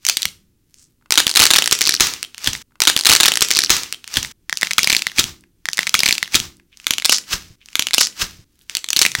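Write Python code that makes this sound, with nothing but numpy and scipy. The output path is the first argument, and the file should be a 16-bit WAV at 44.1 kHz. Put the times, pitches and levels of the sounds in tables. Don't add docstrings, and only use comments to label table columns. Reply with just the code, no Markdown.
import sys
import numpy as np
from scipy import signal
from scipy.fft import rfft, irfft, next_fast_len
from scipy.io import wavfile

SR = 44100
rng = np.random.default_rng(int(sys.argv[2]) if len(sys.argv) > 2 else 0)


def persist_wave(psi):
    counts = np.round(np.clip(psi, -1, 1) * 32767).astype(np.int16)
    wavfile.write(sys.argv[1], SR, np.atleast_2d(counts).T)


N = 405719
TIME_S = np.arange(N) / SR
CUTOFF_HZ = 16000

# (time [s], level [dB], pocket pitch [Hz])
CRACKS = [(0.0511, -7.5, 6150), (0.0662, 0.5, 6030), (0.0816, -12, 6500), (0.0873, 4, 5870),
          (0.0968, 6.5, 5600), (0.17, 2, 4100), (0.2204, -8, 4500), (0.2302, -5.5, 3720), (0.2544, 1, 2200),
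          (0.2872, -24, 6000), (1.107, 5.5, 4700), (1.122, 14.5, 4750), (1.1403, 0, 7400),
          (1.156, -1, 3950), (1.1757, 18.5, 3200), (1.1806, 17.5, 3640), (1.188, 6.5, 4030),
          (1.197, 2.5, 4780), (1.2017, 10.5, 4760), (1.2677, 11.5, 3420), (1.279, -1, 4470),
          (1.2941, 0.5, 4800), (1.3008, -6, 5000), (1.3136, -2.5, 4360), (1.34, -9, 4500), (1.353, 0, 4200),
          (1.359, 11.5, 3900), (1.3692, 11, 3700), (1.372, 20.5, 4775), (1.3937, 12.5, 3800),
          (1.3993, 16.5, 4160), (1.4032, 13, 5165), (1.4128, 8.5, 2870), (1.4201, 14, 4220),
          (1.4284, 13.5, 3930), (1.432, 8, 4510), (1.4365, 6.5, 6000), (1.4386, 15, 3630),
          (1.454, 15.5, 4270), (1.4658, 10, 4350), (1.4721, 2.5, 6070), (1.505, 13.5, 3560),
          (1.5105, 16, 3770), (1.5356, 16.5, 3800), (1.5423, 5.5, 4130), (1.5545, 0.5, 2400),
          (1.56, 14, 3436), (1.564, 5.5, 3850), (1.5685, 6, 5000), (1.584, 9, 5530), (1.5867, 15.5, 3900),
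          (1.6226, 5.5, 2950), (1.642, -2, 3900), (1.6595, 3.5, 5500), (1.6756, 9.5, 7850),
          (1.7117, 7, 4230), (1.7222, 6.5, 3400), (1.7261, 20, 4870), (1.7517, -2.5, 5370),
          (1.7893, -4, 6050), (1.8095, 8.5, 4850), (1.8162, 14, 5300), (1.8611, -2, 4600),
          (1.873, 10.5, 4640), (1.8925, 15.5, 3980), (1.9404, 5.5, 4180), (1.9995, 2.5, 3800),
          (2.0063, 22.5, 4160), (2.07, 2.5, 7600), (2.1375, -6.5, 4750), (2.229, -1.5, 4700),
          (2.3459, -17, 2800), (2.3806, -11.5, 4750), (2.4442, -4.5, 5500), (2.4613, -6.5, 3500),
          (2.4736, 13, 3350), (2.5329, -4, 5700), (2.5514, -10, 2000), (4.496, -8.5, 1930),
          (4.5274, -3, 1850), (4.5726, -5, 4450), (4.6126, -8, 4400), (4.6207, -8, 1980),
          (4.6308, 5.5, 1970), (4.671, -9, 2220), (4.7095, -4.5, 2250), (4.7139, -6, 2100),
          (4.7337, -5, 4800), (4.7817, 13.5, 3430), (4.7835, -1.5, 1300), (4.7913, 5, 2260),
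          (4.8318, 3.5, 5270), (4.8443, 4, 4300), (4.8735, 7, 2260), (4.8993, 3, 4200), (4.9027, 6.5, 2330),
          (4.919, -3.5, 2700), (4.9277, 5, 3840), (4.9324, -1.5, 2400), (4.949, 2, 2360),
          (4.966, 6.5, 3930), (4.993, -10, 2870), (5.021, -3.5, 2570), (5.0684, 1, 2020),
          (5.1175, -21, 1900), (5.1844, 1.5, 2390), (5.1919, 7, 3350), (5.1957, 10.5, 3980),
          (5.241, -5, 3220), (6.8, -28, 2670), (6.844, -27, 2800), (6.868, 4, 3400), (6.9076, 8.5, 3180),
          (6.9366, -3, 3470), (6.983, -3, 3000), (6.9992, -13.5, 2720), (7.0224, -12.5, 2120),
          (7.0474, 0, 3800), (7.0533, 6.5, 3970), (7.0587, 7, 8100), (7.0949, 13, 2870),
          (7.1204, -2.5, 5200), (7.1237, 9, 5150), (7.1279, 6, 5430), (7.145, -10.5, 5100),
          (7.184, -7.5, 4800), (7.3309, -7, 2760), (8.697, -11, 2803), (8.7515, -0.5, 4500),
          (8.7693, -1, 4170), (8.8431, -8, 3830), (8.8877, -7, 3550), (8.9042, 1, 6060), (8.931, 2.5, 3600),
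          (8.964, 5.5, 4030), (8.9698, 4.5, 3650), (8.991, 11.5, 5770), (9.0155, 12.5, 4080),
          (9.021, 10.5, 6900), (9.03, 1, 5200), (9.0515, 8.5, 2070), (9.0633, 6.5, 2440),
          (9.1177, -9.5, 5300), (9.1513, 3, 1940)]
# (centre time [s], pop gain [dB], snap gain [dB], snap low edge [Hz])
SQUEEZES = [(0.178, -6, -1, 2550), (1.46, -2.5, -9, 1200), (1.858, -4.5, -10, 1600),
            (4.838, -2, -5.5, 2414), (7.101, -1, -6, 1693), (9.018, -6.5, -5.5, 1912)]


def cracks(run_s=0.0012, run_growth=0.13, snap_top_hz=7200, glint_db=-17, hollow_db_per_octave=3,
           knock_ratio=0.085, knock_db=-33.5, pop_low_hz=600, overtone_ratio=1.8, overtone_db=-11):
    time_s, level_db, pocket_hz = np.array(CRACKS).T[:, :, None]
    squeezes = np.array(SQUEEZES)
    nearest = np.argmin(np.abs(time_s - squeezes[:, 0]), axis=1)
    _, pop_db, snap_db, edge_hz = squeezes[nearest].T[:, :, None]
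    t = np.arange(SR // 60) / SR
    run = np.exp(-t / (run_s * from_db(run_growth * np.maximum(level_db, 0))))
    tearing = rng.standard_normal(run.shape) * run
    tearing[:, 0] = 4.0
    snap = np.array([band(x, low_hz, snap_top_hz, order=2) for x, low_hz in zip(tearing, edge_hz[:, 0])])
    snap -= from_db(glint_db) * band(tearing, snap_top_hz, SR)
    snap *= np.sqrt(np.sum(run ** 2, axis=1) / np.sum(snap ** 2, axis=1))[:, None]
    phase = 2 * np.pi * pocket_hz * t
    modes = np.cos(phase) + from_db(overtone_db) * np.cos(overtone_ratio * phase)
    pop = band(modes * np.exp(-t * pocket_hz / 2), pop_low_hz, SR, order=2)
    knock_hz = knock_ratio * pocket_hz
    knock = np.sin(2 * np.pi * knock_hz * t) * np.exp(-t * knock_hz)
    hollow = from_db(hollow_db_per_octave * np.maximum(np.log2(np.median(pocket_hz) / pocket_hz), 0))
    strength = from_db(level_db) * rng.choice([-1, 1], time_s.shape)
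    skin = strength * (from_db(snap_db) * snap / hollow + from_db(knock_db) * knock)
    pops = strength * from_db(pop_db) * hollow * pop
    return placed(time_s[:, 0], skin), placed(time_s[:, 0], pops)


def splinters(gain_db=-14, mean_delay_s=0.016, per_crack=5, low_hz=2700):
    crack_s, crack_db, _ = np.repeat(CRACKS, per_crack, axis=0).T[:, :, None]
    wait, pitch, smallness = rng.random((len(crack_s), 3)).T[:, :, None]
    time_s = crack_s - mean_delay_s * np.log(1 - wait)
    hz = low_hz * 3 ** pitch
    level_db = np.minimum(crack_db, 3) + gain_db - 14 * smallness
    t = np.arange(SR // 200) / SR
    ping = np.cos(2 * np.pi * hz * t) * np.exp(-t * hz / 2)
    return placed(time_s[:, 0], from_db(level_db) * ping)


def split(start_s=1.8263, step_s=0.0138, level_db=-1, spread_db=2.5, hz=4900, count=11):
    levels_db = level_db + spread_db * rng.standard_normal(count)
    return ticks([(start_s + k * step_s, db, hz) for k, db in enumerate(levels_db)], cycles=0.8, order=2)


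# (peak time [s], level [dB], rise and fall constant [s])
RUBS = [(0.1, -29, 0.022), (0.8, -61.5, 0.059), (1.83, -26.5, 0.035), (2.47, -21.5, 0.028),
        (2.618, -36.5, 0.0033), (4.66, -30.5, 0.027), (4.92, -28, 0.084), (5.196, -10.5, 0.011),
        (5.275, -31, 0.033), (6.84, -49.5, 0.053), (7.332, -15.5, 0.017), (7.41, -42.5, 0.079),
        (8.62, -65, 0.15), (9.02, -21, 0.011), (9.19, -26, 0.015)]
# (peak time [s], level [dB])
HISS_TAILS = [(0.198, -35), (2.017, -14), (2.539, -33.5), (8.71, -39.5)]
# (frequency [Hz], level [dB])
CRUMB_SPECTRUM = [(330, -9), (600, -12.5), (1200, -2.5), (2500, 0), (6000, 1.5), (10000, -12.5),
                  (16000, -12.5)]


def crumbs(grains_per_s=3000, hiss_db=-2, tail_rise_s=0.0081, tail_fall_s=0.058):
    rubbing = sum(swell(time_s, db, fade_s, fade_s) for time_s, db, fade_s in RUBS)
    tails = sum(swell(time_s, db, tail_rise_s, tail_fall_s) for time_s, db in HISS_TAILS)
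    hiss = rng.standard_normal(N)
    rustle = grains(grains_per_s) + from_db(hiss_db) * hiss
    return rubbing * coloured(rustle, CRUMB_SPECTRUM) + tails * coloured(hiss, CRUMB_SPECTRUM)


# (time [s], level [dB])
THUDS = [(0.255, -29), (1.176, -24), (1.401, -18.5), (2.005, -20.5), (2.473, -17), (2.546, -31),
         (5.187, -14), (5.24, -21.5), (5.322, -30), (7.336, -19), (7.503, -33), (9.184, -21)]


def thuds(gain_db=-5, decay_s=0.011, low_hz=32, top_hz=115):
    time_s, level_db = np.array(THUDS).T
    t = np.arange(SR // 4) / SR
    push = band(rng.standard_normal((len(time_s), len(t))), low_hz, top_hz) * np.exp(-t / decay_s)
    thud = peak_one(band(push, 8.4, 220, order=2))
    return placed(time_s, from_db(level_db + gain_db)[:, None] * thud)


# (peak time [s], level [dB], spread [s], band centre [Hz])
PEELS = [(0.81, -51.5, 0.034, 6570), (6.733, -51.5, 0.0096, 2670), (7.138, -14, 0.024, 5240)]


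def peels(edge_ratio=1.29, grains_per_s=1800):
    out = np.zeros(N)
    for peak_s, level_db, spread_s, hz in PEELS:
        envelope = from_db(level_db) * np.exp(-((TIME_S - peak_s) / spread_s) ** 2 / 2)
        out += envelope * rms_one(band(grains(grains_per_s), hz / edge_ratio, hz * edge_ratio, order=2))
    return out


# (time [s], level [dB], band centre [Hz])
SLIPS = [(0.7427, -25.5, 6300), (1.012, -51.5, 1300), (1.024, -46.5, 1300), (1.059, -38, 1360),
         (5.409, -34, 8160), (5.438, -37, 1825), (6.7725, -24.5, 4970), (8.613, -39, 3650)]


def slips():
    return ticks(SLIPS, cycles=2.7, order=1)


def tack(level_db=-58, grains_per_s=300, low_hz=2500, linger_s=0.058):
    contact = sum(swell(time_s, level_db, linger_s, linger_s) for time_s, *_ in RUBS)
    return contact * rms_one(band(grains(grains_per_s), low_hz, CUTOFF_HZ))


# (frequency [Hz], level [dB], T60 [s])
ROOM = [(320, 2, 0.69), (570, 5.5, 0.24), (1300, 1, 0.25), (6900, 1, 0.23), (14800, -4, 0.32)]


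def echo_pattern(gap_s=0.002):
    t = np.arange(SR) / SR
    edges_hz = np.geomspace(50, 18000, num=13)
    echo = 0
    for low_hz, high_hz in zip(edges_hz, edges_hz[1:]):
        hz = np.sqrt(low_hz * high_hz)
        fade_db = at_hz(ROOM, hz) - 60 * t / at_hz(ROOM, hz, column=2)
        echo += band(rng.standard_normal(len(t)), low_hz, high_hz, order=2) * from_db(fade_db)
    echo *= np.clip(t / gap_s - 1, 0, 1)
    return echo / np.sqrt(np.sum(echo ** 2))


def room(x, wet_db=-15.5, patterns=4, switch_s=0.03):
    facing = (TIME_S // switch_s).astype(int) % patterns
    echoes = sum(signal.oaconvolve(x * (facing == k), echo_pattern())[:N] for k in range(patterns))
    return from_db(wet_db) * echoes


# (frequency [Hz], level [dB])
AIR_SPECTRUM = [(70, 5), (350, -4.5), (650, -26), (5000, -25.5), (16000, -25.5)]


def air(level_db=-61.5):
    return from_db(level_db) * coloured(rng.standard_normal(N), AIR_SPECTRUM)


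# (start [s], end [s])
REPEATS = [(0.9283, 2.625), (4.35, 5.51), (6.67, 7.5567)]


def repeated(x):
    out = x.copy()
    for start, end in np.round(np.array(REPEATS) * SR).astype(int):
        out[end:2 * end - start] = x[start:end]
    return out


def ticks(rows, cycles, order, edge_ratio=1.25):
    t = np.arange(SR // 60) / SR
    bursts = []
    for _, level_db, hz in rows:
        noise = rng.standard_normal(len(t)) * np.exp(-t * hz / cycles)
        bursts.append(from_db(level_db) * peak_one(band(noise, hz / edge_ratio, hz * edge_ratio, order)))
    return placed([time_s for time_s, *_ in rows], np.array(bursts))


def grains(per_s):
    sizes = from_db(4.5 * np.minimum(rng.exponential(1, N), 4)) * rng.choice([-1, 1], N)
    return rms_one(sizes * (rng.random(N) < per_s / SR))


def swell(peak_s, level_db, rise_s, fall_s):
    distance = np.maximum((peak_s - TIME_S) / rise_s, (TIME_S - peak_s) / fall_s)
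    return from_db(level_db) * np.exp(-np.minimum(distance, 20))


def placed(times_s, sounds):
    out = np.zeros(N + sounds.shape[1])
    for time_s, sound in zip(times_s, sounds):
        start = min(max(round(time_s * SR), 0), N)
        out[start:start + len(sound)] += sound
    return out[:N]


def coloured(x, spectrum):
    size = next_fast_len(N)
    gain = from_db(at_hz(spectrum, np.fft.rfftfreq(size, 1 / SR)))
    return rms_one(irfft(rfft(x, size) * gain, size)[:N])


def at_hz(table, hz, column=1):
    table = np.array(table)
    return np.interp(np.log(hz + 1), np.log(table[:, 0]), table[:, column])


def band(x, low_hz, high_hz, order=1):
    sos = signal.butter(order, [low_hz, min(high_hz, .45 * SR)], "band", fs=SR, output="sos")
    return signal.sosfilt(sos, x)


def from_db(db):
    return 10 ** (np.asarray(db) / 20)


def rms_one(x):
    return x / np.sqrt(np.mean(x ** 2) + 1e-20)


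def peak_one(sounds):
    return sounds / np.abs(sounds).max(axis=-1, keepdims=True)


def scene(pop_send_db=-8):
    skin, pops = cracks()
    clay = skin + splinters() + thuds() + crumbs() + tack() + peels() + split() + slips()
    mix = clay + pops + air() + room(clay + from_db(pop_send_db) * pops)
    return repeated(mix)[None]


def record(dry):
    clipped = np.clip(dry, -1, 1)
    return signal.sosfilt(signal.ellip(10, .1, 70, CUTOFF_HZ, fs=SR, output="sos"), clipped)


dry = scene()
out = record(dry)
persist_wave(out)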